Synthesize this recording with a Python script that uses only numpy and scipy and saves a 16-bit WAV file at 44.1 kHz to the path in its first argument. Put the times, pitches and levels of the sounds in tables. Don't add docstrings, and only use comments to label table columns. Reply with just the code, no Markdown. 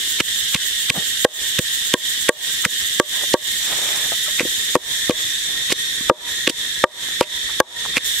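import sys
import numpy as np
from scipy import signal
from scipy.fft import rfft, irfft, next_fast_len
from scipy.io import wavfile
from scipy.ndimage import uniform_filter1d, minimum_filter1d, map_coordinates

SR = 44100
rng = np.random.default_rng(int(sys.argv[2]) if len(sys.argv) > 2 else 0)


def int16_out(signal):
    q = np.round(np.clip(np.atleast_2d(signal).T, -1, 1) * 32767)
    wavfile.write(sys.argv[1], SR, q.astype(np.int16))


def boost_factor(decibels):
    exponent = np.asarray(decibels, float) / 20
    return 10 ** exponent


N = 361619
CUT_S = 8.0422

# f/Hz, level/dB, t60/s
BELLY = [(486.3, 10, 0.042), (606, -15, 0.12), (370, -4.5, 0.061), (642, -19, 0.13)]
# f/Hz, level/dB, t60/s
WALL = [(948, -6.5, 0.057), (1114, 3, 0.048), (1310, 7.5, 0.0083), (1615, 3, 0.031), (1840, 1, 0.023),
        (2070, -42, 0.023), (3130, -12, 0.016)]


def unit(x):
    return x / np.sqrt(np.mean(x ** 2) + 1e-20)


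def along(points, hz):
    f, v = np.transpose(points)
    return np.interp(np.log(hz + 1), np.log(f + 1), v)


def wobble(rate):
    knots = rng.standard_normal(int(N * rate / SR) + 4)
    return map_coordinates(knots, [np.arange(N) * rate / SR])


def filtered(x, response):
    m = next_fast_len(N + 8192)
    return irfft(rfft(x, m) * response(np.fft.rfftfreq(m, 1 / SR)), m)[..., :N]


def add(track, s, sound):
    start = max(round(s * SR), 0)
    track[..., start:start + sound.shape[-1]] += sound


def knocks():
    # t/s, belly level/dB, wall level/dB, ground thud level/dB, brightness/(dB per octave)
    bare = [(1.2498, 4.5, 9.5, -8.5, 8.5), (1.9417, -5, 0.5, -5.5, 3), (2.2928, 3, 10, -7.5, 5),
            (3.0001, -2, 5.5, -9.5, 3), (3.3421, -1, -6, -8.5, -3), (4.7549, 2, 7, -13, -8.5),
            (5.097, -10.5, -15, -8.5, -5), (6.0984, 2, 11.5, -18, -11), (6.8404, 7.5, 16, -6, 6),
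            (7.2113, -2.5, 3.5, -14, -10), (7.603, 9, 16.5, -7, -2)]
    # upper belly/dB, lower belly/dB, pestle/dB, upper wall/dB, wall f/Hz
    spots = [(-1, -7, 8, 0, 1097), (2, 7, 10, -10, 1080), (5, -1, 5, 2, 1125), (10, 8, 1, 3, 1150),
             (9.5, 6, 17, -10, 1080), (0, 4, -1, -3, 1125), (-2, 3, 1, 1, 1200), (11.5, -14, 4, 0, 1213),
             (8, 4.5, 5.5, 0.5, 1202), (8.5, 6, 12, 10.5, 1130), (-5, 2, 4, 2.5, 1110)]
    # slap level re belly/dB, thud f/Hz, low rim/dB, high rim/dB
    contacts = [(-24, 360, 3, 3.5), (-40, 305, 5, 6), (-30, 356, 2.5, 3.5), (-40, 380, 0, -7),
                (-26, 365, -5, -3), (-20, 310, -12, 1), (-30, 304, -2, 2), (-14, 360, -1, 1.5),
                (-22, 285, -5.5, -0.5), (-22, 430, -2, -6), (-21, 380, 3.5, 3)]
    # belly f/Hz, pestle f/Hz, wall t60/s, low boom level/dB
    grips = [(495, 840, 0.043, -8), (478, 1000, 0.051, -25), (483, 920, 0.054, -36), (485, 940, 0.061, -29),
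             (502, 930, .05, -23), (500, 955, 0.03, -20), (495, 955, 0.046, -27), (525, 940, 0.041, -6),
             (516, 940, 0.043, -5), (508, 960, 0.042, -15), (511, 860, .05, 0)]
    # t/s, belly level/dB, wall level/dB, thud level/dB, thud f/Hz
    cushioned = [(0.2036, -22.5, -20, -17.5, 337), (0.205, -40, -36, -17.5, 170),
                 (0.5515, -27, -15, -15, 187), (0.903, -22, -13, -20.5, 124), (0.9057, -34, -38, -19, 260),
                 (1.592, -16.5, -28, -13, 154), (1.594, -51, -40, -18, 354),
                 (2.659, -20.5, -29, -13.5, 194), (3.347, -20, 3.5, -32, 357), (4.407, -15, -18, -15, 328),
                 (4.431, -45, -34, -22, 251), (4.453, -25, -49, -21, 336), (4.7639, -8, -16, 0, 344),
                 (5.1071, -11.5, -10, -27, 375), (5.7025, -32.5, -21, -31, 207),
                 (5.7238, -25.5, -20, -16, 367), (6.0087, -52, -33, -31, 234), (6.1103, 5.5, -12, 4, 370),
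                 (6.4771, -12, -9, -8, 330), (6.499, -21, -29, -11.5, 318), (7.9706, -20, -15, -17, 270)]
    belly_swing = [
        [1],
        [-1],
        [1],
        [1],
    ]
    far_side_s = (1.942, 5.097)
    # f/Hz, level/dB
    echo = [(60, -30), (150, 3), (500, 14), (1200, 10), (2500, -6), (6000, -48)]
    sing_db, sing_growth = -35, 0.6
    loose_db, regrip_s = 12, 5.9

    track, wash, t = np.zeros((2, N + SR)), np.zeros(N + SR), np.arange(SR // 3) / SR
    blows = [(*row, BELLY, WALL, -120, -120) for row in cushioned]
    for (*row, tilt), spot, (slap, thud_hz, *rim), (*grip, boom) in zip(bare, spots, contacts, grips):
        blows.append((*row, thud_hz, *struck(tilt, *spot, *rim, *grip), row[1] + slap, boom))
    blows = sorted(blows)
    luck = rng.standard_normal((len(blows), 2, 3, len(WALL), 1))
    for row, (belly_luck, wall_luck) in zip(blows, luck):
        s, belly_db, wall_db, thud_db, thud_hz, belly, wall, slap_db, boom_db = row
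        blow = boost_factor(belly_db + 11.5) * ring(belly, belly_luck, t, belly_swing)
        blow -= boost_factor(wall_db + 11.5) * ring(wall, wall_luck, t)
        blow += boost_factor(thud_db + 16.0 - 60 * t / 0.018) * np.sin(2 * np.pi * thud_hz * t)
        blow += boost_factor(slap_db - 18.0 - 60 * t / 0.017) * np.sin(2 * np.pi * 770 * t)
        blow -= boost_factor(boom_db - 60 * t / 0.03) * np.sin(2 * np.pi * 65 * t)
        note_db = min(sing_db + sing_growth * belly_db + loose_db * (s > regrip_s), belly_db - 20)
        beating = np.sin(2 * np.pi * 957 * t) * np.cos(2 * np.pi * 3 * t)
        blow += boost_factor(note_db - 60 * t / 0.4) * beating
        pulls = belly is BELLY or np.abs(s - np.array(far_side_s)).min() < 0.004
        push = -1 if pulls else 1
        add(track, s - 0.0007, push * blow * (1 - np.exp(-t / 0.0017)))
        add(wash, s, boost_factor(belly_db - 35.0 - 60 * t / 0.54) * (1 - np.exp(-t / 0.0069)))
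    noise = rng.standard_normal((2, N))
    shared, own = unit(filtered(noise, lambda hz: boost_factor(along(echo, hz))))
    return track[:, :N] + wash[:N] * np.array([shared + 0.63 * own, shared - 0.27 * own])


def struck(tilt_db, upper_db, lower_db, pestle_db, rim_db, wall_hz, low_rim_db, high_rim_db,
           belly_hz, pestle_hz, wall_t60):
    pivot_hz = 1200
    belly = [[hz, db + more, t60] for (hz, db, t60), more in zip(BELLY, (0, upper_db, lower_db, 0))]
    more_db = (pestle_db, 0, rim_db, low_rim_db, high_rim_db, 0, 0)
    wall = [[hz, db + more + tilt_db * np.log2(hz / pivot_hz), t60]
            for (hz, db, t60), more in zip(WALL, more_db)]
    belly[0][0], wall[0][0] = belly_hz, pestle_hz
    wall[1][0], wall[1][2] = wall_hz, wall_t60
    return belly, wall


def ring(modes, luck, t, swing=1):
    hz, db, t60 = np.transpose(modes)[..., None]
    strength, tune, ear = luck[:, :len(modes)]
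    decay = boost_factor(db + 0.6 * strength - 60 * t / t60)
    each = swing * decay * np.sin(2 * np.pi * hz * (1 + 0.006 * tune) * t)
    left = (boost_factor(1.1 * ear) * each).sum(axis=0)
    right = (boost_factor(-0.9 * ear) * each).sum(axis=0)
    pair = np.array([left, right])
    return pair / np.abs(pair).max()


def crunch(count=150):
    # t/s, peak level/dB, snap f/Hz, length/ms, juice spray level/dB
    crushed = [(0.208, 3.5, 2650, 3.3, -15), (0.548, -1, 3080, 2.9, -7.5), (0.9012, 5, 3200, 2.5, -5.5),
               (1.248, -6.5, 2760, 3.6, -6.5), (1.5898, -4.5, 3080, 2.6, -13),
               (1.9398, -2, 2750, 3.6, -5.5), (2.2919, -2, 1960, 4.3, -2), (2.652, -3.5, 2000, 4.2, -6),
               (2.999, -1, 3130, 1.6, -3.5), (3.339, -4.5, 3850, 3.7, -10.5),
               (4.3966, -5.5, 2330, 1.57, -28), (4.755, -16, 1920, 5.1, -10.5),
               (5.0958, -11, 3400, 2.5, -16), (5.7258, 0, 3700, 4, -6), (6.096, -17, 2130, 6.9, -17.5),
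               (6.4768, 3, 2740, 2.26, -4), (6.8425, -1, 1950, 1.9, -2), (7.2102, -20, 2880, 2.9, -9.5),
               (7.6022, -7, 2800, 1.26, 0.5), (7.9795, 0.5, 2680, 3.7, -10)]
    # t/s, peak level/dB, snap f/Hz, length/ms
    settling = [(0.2037, -2.5, 2660, 3.75), (0.534, -26, 1510, 5.5), (0.562, -5, 2720, 3.2),
                (0.889, -28, 1520, 3.9), (1.585, -24, 3000, 2.5), (1.925, -25, 3470, 11),
                (2.659, -7, 1980, 5.9), (3.685, -20, 3470, 4.9), (4.407, -7.5, 2480, 7.3),
                (4.419, -13, 2400, 13), (1.592, -4, 2850, 4.1), (4.735, -23, 3680, 5.6),
                (5.082, -28, 1720, 9.4), (5.108, -1.5, 3300, 3), (4.764, 1, 2200, 2.3),
                (5.704, -11, 3450, 8), (5.715, -13, 2880, 10), (6.083, -44, 1300, 6.7),
                (6.497, 5.5, 3500, 5.8), (6.828, -56, 1300, 6.2), (7.228, -1.5, 2680, 10.3),
                (7.497, -23, 1340, 7.3), (7.96, -16, 2190, 8.5), (7.974, -11, 2700, 6),
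                (7.9705, -6, 2540, 4.6)]
    # f/Hz, level/dB
    spray_tone = [(2500, -26), (4500, 7.5), (8000, 9.5), (12000, 0), (16000, -6)]
    damp_db = -8
    rise, fade = 0.96, 0.93

    track, t = np.zeros((2, N + SR)), np.arange(200) / SR
    spray, lag_ms = np.zeros(N + SR), np.arange(-2000, 2000) / SR * 1000
    crushes = crushed + [(*row, row[1] + damp_db) for row in settling]
    luck = rng.random((len(crushes), 5, count))
    for (s, db, pitch_hz, length_ms, spray_db), (when, side, tone, size, pan) in zip(crushes, luck):
        rise_ms, fade_ms = rise * length_ms, fade * length_ms
        wait = -np.log(1 - when)
        before = side < rise_ms / (rise_ms + fade_ms)
        offset = wait * np.where(before, -0.9 * rise_ms, 0.64 * fade_ms) / 1000
        hz = np.clip(pitch_hz * 1.83 ** (2 * tone - 0.95) ** 3, 1200, 14000)[:, None]
        snaps = np.sin(2 * np.pi * hz * t) * hz * t * np.exp(-hz * t / 0.61)
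        gain = boost_factor(-2.2 * np.log(1 - size) - 1.3 * wait)
        burst = np.zeros((2, SR // 5))
        for at, g, snap, p in zip(offset, gain, snaps, pan):
            add(burst, 0.1 + at, g * snap * boost_factor([[6 * p - 4.5], [4.5 - 6 * p]]))
        add(track, s - 0.1, boost_factor(db - 3.0) * burst / np.abs(burst.mean(axis=0)).max())
        spread_ms = np.where(lag_ms < 0, 0.59 * rise_ms, 0.89 * fade_ms)
        add(spray, s - 2000 / SR, boost_factor(spray_db - 4.5) * np.exp(-np.abs(lag_ms) / spread_ms))
    hiss = unit(filtered(rng.standard_normal((2, N)), lambda hz: boost_factor(along(spray_tone, hz))))
    return track[:, :N] + spray[:N] * hiss * boost_factor([[-1.5], [1.5]])


def stems():
    # t/s, peak level/dB, f/Hz
    breaks = [(.2012, -18, 2740), (.2035, -7, 2480), (.2048, -18, 2700), (.2076, -4, 2800),
              (.2114, -18, 2700), (.5474, -7.5, 3350), (0.5505, -6, 2930), (0.553, -11, 3000),
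              (.564, -10, 2700), (.5655, -11, 2700), (0.8975, -15, 3080), (0.902, -3, 3130),
              (.9022, -5, 2760), (0.9037, -9, 2960), (1.2459, -2, 3370), (1.2483, -5, 2920),
              (1.5859, -18, 2800), (1.5887, -14, 3280), (1.5913, -10, 3000), (1.5917, -6, 2990),
              (1.94, -2, 3520), (1.9395, 0.5, 3030), (1.9407, -10.5, 2840), (2.287, -7, 2970),
              (2.2926, -9, 1900), (2.293, 1, 1900), (2.6503, -4.5, 2630), (2.6527, 0, 1850),
              (2.6531, -2.5, 1860), (2.9989, -3, 1920), (3.336, -9, 3300), (3.3398, -9.5, 3160),
              (4.3964, -3, 2350), (4.4073, -6, 2200), (5.0955, -14, 3400), (5.097, -25, 3000),
              (5.1095, -16, 3300), (5.699, -13, 3400), (5.7035, -15, 3480), (5.7211, -11.5, 1800),
              (5.7247, -12, 2100), (5.7279, -4, 4130), (6.4743, -4, 3400), (6.4758, -7, 3000),
              (6.477, -18, 2760), (6.4965, -13, 3670), (6.499, -12, 3920), (7.211, -7, 2830),
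              (7.604, 7, 1660), (7.969, -4, 2500), (7.9705, -3, 2500), (7.972, -8, 2470),
              (7.9751, -12, 2750), (7.98, -1, 2400), (7.981, -5, 4000)]
    peak_cycles, gain_db = 1.104, 0.5

    track, t = np.zeros((2, N + SR)), np.arange(400) / SR
    for (s, db, hz), (phase, pan) in zip(breaks, rng.random((len(breaks), 2))):
        u = hz * t / peak_cycles
        swell = u ** 2 * np.exp(2 - 2 * u)
        snap = boost_factor(db + gain_db) * swell * np.sin(2 * np.pi * (hz * t + phase))
        add(track, s - peak_cycles / hz, snap * boost_factor([[3 * pan - 3], [3 - 3 * pan]]))
    return track[:, :N]


def drag():
    # t/s, level/dB
    drags = [
        [(0.92, -61), (0.936, -31), (0.958, -16.5), (0.988, -28.5), (1.04, -39)],
        [(3.6, -49), (3.7, -34), (3.73, -27.5), (3.748, -37.5), (3.836, -34.5), (3.906, -33.5), (4.064, -39),
         (4.1, -49)],
        [(3.09, -60), (3.13, -43), (3.23, -37), (3.26, -60)],
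        [(5.44, -60), (5.49, -43), (5.6, -47), (5.68, -57)],
    ]
    # level re scrape/dB, delay/s, scrape dull above f/Hz
    bumping = [
        (-13.5, 0.0052, 870),
        (-15.5, 0.025, 13000),
        (-20, .01, 2000),
        (-11, .01, 1600),
    ]
    # f/Hz, level/dB
    scrape_tone = [(200, -16), (400, -7.5), (600, -5.5), (1200, -7), (2500, -4.5), (6000, -40)]
    # f/Hz, level/dB
    bump_tone = [(50, -30), (120, 3), (180, -1), (300, 0), (600, -16)]

    t = np.arange(N) / SR

    def level(rows, late):
        return boost_factor(np.interp(t - late, *np.transpose(rows), left=-120, right=-120))

    grains = rng.standard_normal((3, N)) * boost_factor(1.4 * wobble(rate=330))
    shared, own = unit(filtered(grains[:2], lambda hz: boost_factor(along(scrape_tone, hz))))
    scrape = np.array([shared + 0.28 * own, 1.16 * shared - 0.2 * own])
    bumps = unit(filtered(grains[2], lambda hz: boost_factor(along(bump_tone, hz))))
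    track = np.zeros((2, N))
    for rows, (db, late, top_hz) in zip(drags, bumping):
        track += level(rows, 0) * filtered(scrape, lambda hz: 1 / (1 + (hz / top_hz) ** 2))
        track += boost_factor(db) * level(rows, late) * bumps
    return track


def taps():
    # t/s, peak level/dB, f/Hz, t60/s
    touches = [(3.159, -33, 1040, .04), (3.235, -23, 572, 0.05), (3.786, -23, 520, 0.032),
               (4.12, -18, 680, 0.048), (4.263, -29, 1310, 0.078), (4.278, -33, 606, 0.11),
               (5.2, -46, 1290, .06), (5.2, -40, 440, 0.045), (5.502, -33, 262, 0.037),
               (7.086, -19.5, 704, 0.0028), (7.141, -40, 1320, .03), (7.49, -44, 1180, 0.037),
               (7.505, -41, 890, 0.053), (7.852, -17.5, 1240, 0.0066), (7.86, -17, 1010, 0.0087)]
    # t/s, peak level/dB, f/Hz, t60/s
    stutter = [(0.955, -28, 300, .015), (0.959, -29, 260, .015), (0.9726, -17, 200, .02),
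               (0.979, -16, 220, 0.027), (0.9845, -21, 190, 0.026)]

    track, t = np.zeros(N + SR), np.arange(SR // 5) / SR
    for s, db, hz, t60 in touches:
        tone = np.sin(2 * np.pi * hz * t) + 0.48 * np.sin(2 * np.pi * 1.84 * hz * t)
        rubbing = 1 + 0.58 * unit(uniform_filter1d(rng.standard_normal(len(t)), size=80))
        add(track, s, boost_factor(db - 60 * t / t60) * tone * rubbing * (1 - np.exp(-t / 0.00039)))
    for s, db, hz, t60 in stutter:
        add(track, s, -boost_factor(db - 60 * t / t60) * np.sin(2 * np.pi * hz * t) * np.exp(-t * hz * 0.3))
    return track[:N]


def cicada():
    # f/Hz, level/dB
    front_tone = [(5500, -55), (6500, -2), (8500, -4.5), (10500, -18), (13100, -10), (14200, -3),
                  (15000, -19), (15600, -5), (16500, -35)]
    # f/Hz, level/dB
    side_tone = [(4500, -40), (6500, -8), (9000, -17), (12800, -9), (13700, 0), (14500, -20), (15600, -12),
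                 (16500, -35)]
    # f/Hz, level/dB
    note_tone = [(2200, -39), (2850, -2.5), (3200, 3.5), (3450, -5), (4200, -8.5), (6800, -18.5),
                 (7200, -7), (9100, -11), (9500, -31)]
    note_db = -26

    t = np.arange(N) / SR
    s, rate, db = rasps()
    swell = np.zeros(N + SR)
    for at, level, width in zip(s, db, 0.14 / rate):
        add(swell, at - 0.1, boost_factor(level) * np.exp(-0.5 * ((t[:SR // 5] - 0.1) / width) ** 2))
    beat = np.exp(0.25 * np.cos(2 * np.pi * (282 * t + 0.96 * wobble(rate=20))))
    direct, scattered = beat * rng.standard_normal((2, N))
    lag = 11
    ears = np.array([direct + 1.0 * scattered, np.roll(direct, lag) - 1.9 * scattered])
    front = unit(filtered(ears, lambda hz: boost_factor(along(front_tone, hz))))
    side = unit(filtered(ears, lambda hz: boost_factor(along(side_tone, hz))))
    buzz = np.where(t < CUT_S, front, side)
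    hum = rng.standard_normal((2, N)) * boost_factor(0.67 * wobble(rate=480))
    note = boost_factor(note_db + insects()[1]) * unit(filtered(hum, lambda hz: boost_factor(along(note_tone, hz))))
    return (swell[:N] * buzz + note) * boost_factor([[-4], [0.4]])


def rasps():
    # t/s, rate/(rasps per s)
    tempo = [(0, 6.882), (1.5, 7.558), (2.3, 9.06), (2.9, 13.193), (3.7, 15.28), (5.05, 14.325)]
    first_rasp = 0.741
    last_rasps_s = (8.074, 8.195)
    rasp_db, hurry_db = -23.5, -0.22
    uneven_db = 0.8

    t = np.arange(round(tempo[-1][0] * SR)) / SR
    beats = np.cumsum(np.interp(t, *np.transpose(tempo))) / SR - first_rasp
    s = np.append(np.interp(np.arange(int(beats[-1]) + 1), beats, t), last_rasps_s)
    start_rate = tempo[0][1]
    rate = np.where(s < CUT_S, np.interp(s, *np.transpose(tempo)), start_rate)
    effort = insects()[1][(s * SR).astype(int)]
    scatter = uneven_db * rng.standard_normal(len(s))
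    return s, rate, rasp_db + hurry_db * (rate - start_rate) + 0.77 * effort + scatter


def insects():
    # t/s, far chorus level/dB, near cicada level/dB
    course = [(0, -28, 0.5), (1, -28.5, 0), (2, -28, -0.5), (3, -28, -1), (4, -26, -3), (4.6, -26.5, -3.5),
              (5.2, -26.5, -14), (6, -27.5, -22), (7, -29, -17), (8.03, -27.5, -40), (8.045, -26, -4),
              (8.2, -27, -2)]
    s, *cols = np.transpose(course)
    return [np.interp(np.arange(N) / SR, s, c) for c in cols]


def background():
    # each f/Hz, level/dB
    low_tone = [(1000, -68), (1350, -33), (1540, -12.5), (1680, -8), (1800, -4.5), (1860, -3), (1930, -6),
                (2050, -9.5), (2600, -24.5), (3400, -53)]
    main_tone = [(1470, -39), (2500, -16.5), (2830, -17), (3310, -2.5), (3620, 1), (3800, -4),
                 (4130, -10.5), (4770, -18), (5000, -17.5), (6500, -24), (11000, -120)]
    upper_tone = [(2820, -48), (4800, -16), (5530, -4), (6210, -6.5), (7020, -3), (7660, -4.5), (8570, -6),
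                  (9160, -11), (9600, -11.5), (12500, -17.5), (21100, -120)]
    top_tone = [(5410, -40), (9200, -7.5), (12700, 0.5), (15600, -9.5)]
    air_tone = [(15, -23), (25, 7.5), (103, -6.5), (147, -6), (179, -8), (287, -8.5), (450, -7.5),
                (700, -19), (1400, -8.5), (1820, -53), (3080, -120)]
    # f/Hz, width/Hz, level re drone/dB
    singers = [(1863, 60, 4.5), (3750, 27, 2), (3670, 31, 3.5), (5670, 18, 1.5), (7040, 70, 5),
               (8150, 48, 0), (8750, 90, -5), (8800, 43, 6), (9129, 30, -2), (9600, 36, 6.5),
               (12600, 50, -2), (13911, 25, 6), (14213, 36, 6), (14400, 25, 4)]

    strength, effort = insects()
    mean = strength.mean()

    def share(db, grows, near):
        return boost_factor(mean + db + grows * (strength - mean) + near * effort)

    drone = share(-8, 0.45, 0.031) * field(low_tone, clicky_db=-2.0, flutter_db=-0.5, voices_db=2.5)
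    drone += share(0.082, 0.7, 0.011) * field(main_tone, clicky_db=0.5, flutter_db=0.0, voices_db=2.0)
    drone += share(-3.5, 1.26, 0.085) * field(upper_tone, clicky_db=-1.5, flutter_db=0.66, voices_db=2.5)
    drone += share(-9, 1, 0.28) * field(top_tone, clicky_db=0.5, flutter_db=-0.4, voices_db=2.7)
    drone = filtered(drone, lambda hz: boost_factor(sum(db / (1 + (2 * (hz - c) / w) ** 2) for c, w, db in singers)))
    murmur = field(air_tone, clicky_db=0.8, flutter_db=1.5, voices_db=2.0)
    return drone + share(-18, 0.55, -0.069) * murmur


def field(spectrum, clicky_db, flutter_db, voices_db):
    # f/Hz, correlation/1
    alike = [(60, 0.93), (150, 0.84), (380, 0.68), (950, 0.18), (2380, -0.019), (5980, -0.049),
             (15000, -0.14)]
    # f/Hz, level/dB
    sides = [(60, -0.5), (180, -0.5), (550, -1.5), (1650, -2), (4970, -2.5), (15000, -3.5)]

    unevenness = np.array([wobble(rate=640), wobble(rate=310)])
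    clicks = rng.standard_normal((2, N)) * boost_factor(clicky_db * unevenness)
    z = signal.stft(clicks, nperseg=2048)[2]
    voices = uniform_filter1d(rng.standard_normal(z.shape), size=2, axis=1)
    voices = unit(uniform_filter1d(voices, size=6, axis=2))
    clicks = signal.istft(z * boost_factor(voices_db * voices), nperseg=2048)[1][:, :N]

    def turn(hz):
        return np.arccos(np.clip(along(alike, hz), -1, 1)) / 2

    mid, side = filtered(clicks, lambda hz: boost_factor(along(spectrum, hz)) * [np.cos(turn(hz)), np.sin(turn(hz))])
    pair = np.array([mid + side, mid - side])
    pair = filtered(pair, lambda hz: boost_factor(along(sides, hz) * [[0.5], [-0.5]]))
    return pair / np.std(pair.mean(axis=0)) * boost_factor(flutter_db * wobble(rate=56))


def duck(x):
    threshold_db, squeeze = -17, 0.94
    sense_s, hold_s, attack_s, release_db_per_s = 0.0071, 0.013, 0.0016, 149

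    t = np.arange(N) / SR
    sense = int(sense_s * SR) // 2 * 2 + 1
    hold = int(hold_s * SR) // 2 * 2 + 1
    power = uniform_filter1d(np.mean(x ** 2, axis=0), sense, origin=sense // 2)
    level_db = 10 * np.log10(np.abs(power) + 1e-12)
    need = squeeze * np.clip(level_db - threshold_db, 0, None)
    held = -minimum_filter1d(-need, hold, origin=hold // 2)
    climb = release_db_per_s * t
    ramp = np.maximum.accumulate(held + climb) - climb
    keep = np.exp(-1 / (attack_s * SR))
    return signal.lfilter([1 - keep], [1, -keep], ramp)


def scene():
    wood = (knocks() + taps()) * boost_factor([[0.4], [-0.4]])
    return wood + crunch() + drag() + background() + cicada() + stems()


def band_limit(x):
    return signal.sosfilt(signal.butter(12, 15700, fs=SR, output="sos"), x)


def record(dry):
    band_hz = 15700
    t = np.arange(N) / SR
    splice = np.clip(np.abs(t - CUT_S) / 0.001 - 1, 0.05, 1)
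    dry = signal.sosfilt(signal.butter(2, 60, "high", fs=SR, output="sos"), dry)
    x = dry * boost_factor(-duck(dry)) * splice
    x = x / (1 + np.abs(x) ** 12) ** (1 / 12)
    x = filtered(x, lambda hz: 1 / (1 + (hz / band_hz) ** 200))
    return band_limit(x)


dry = scene()
out = record(dry)
int16_out(out)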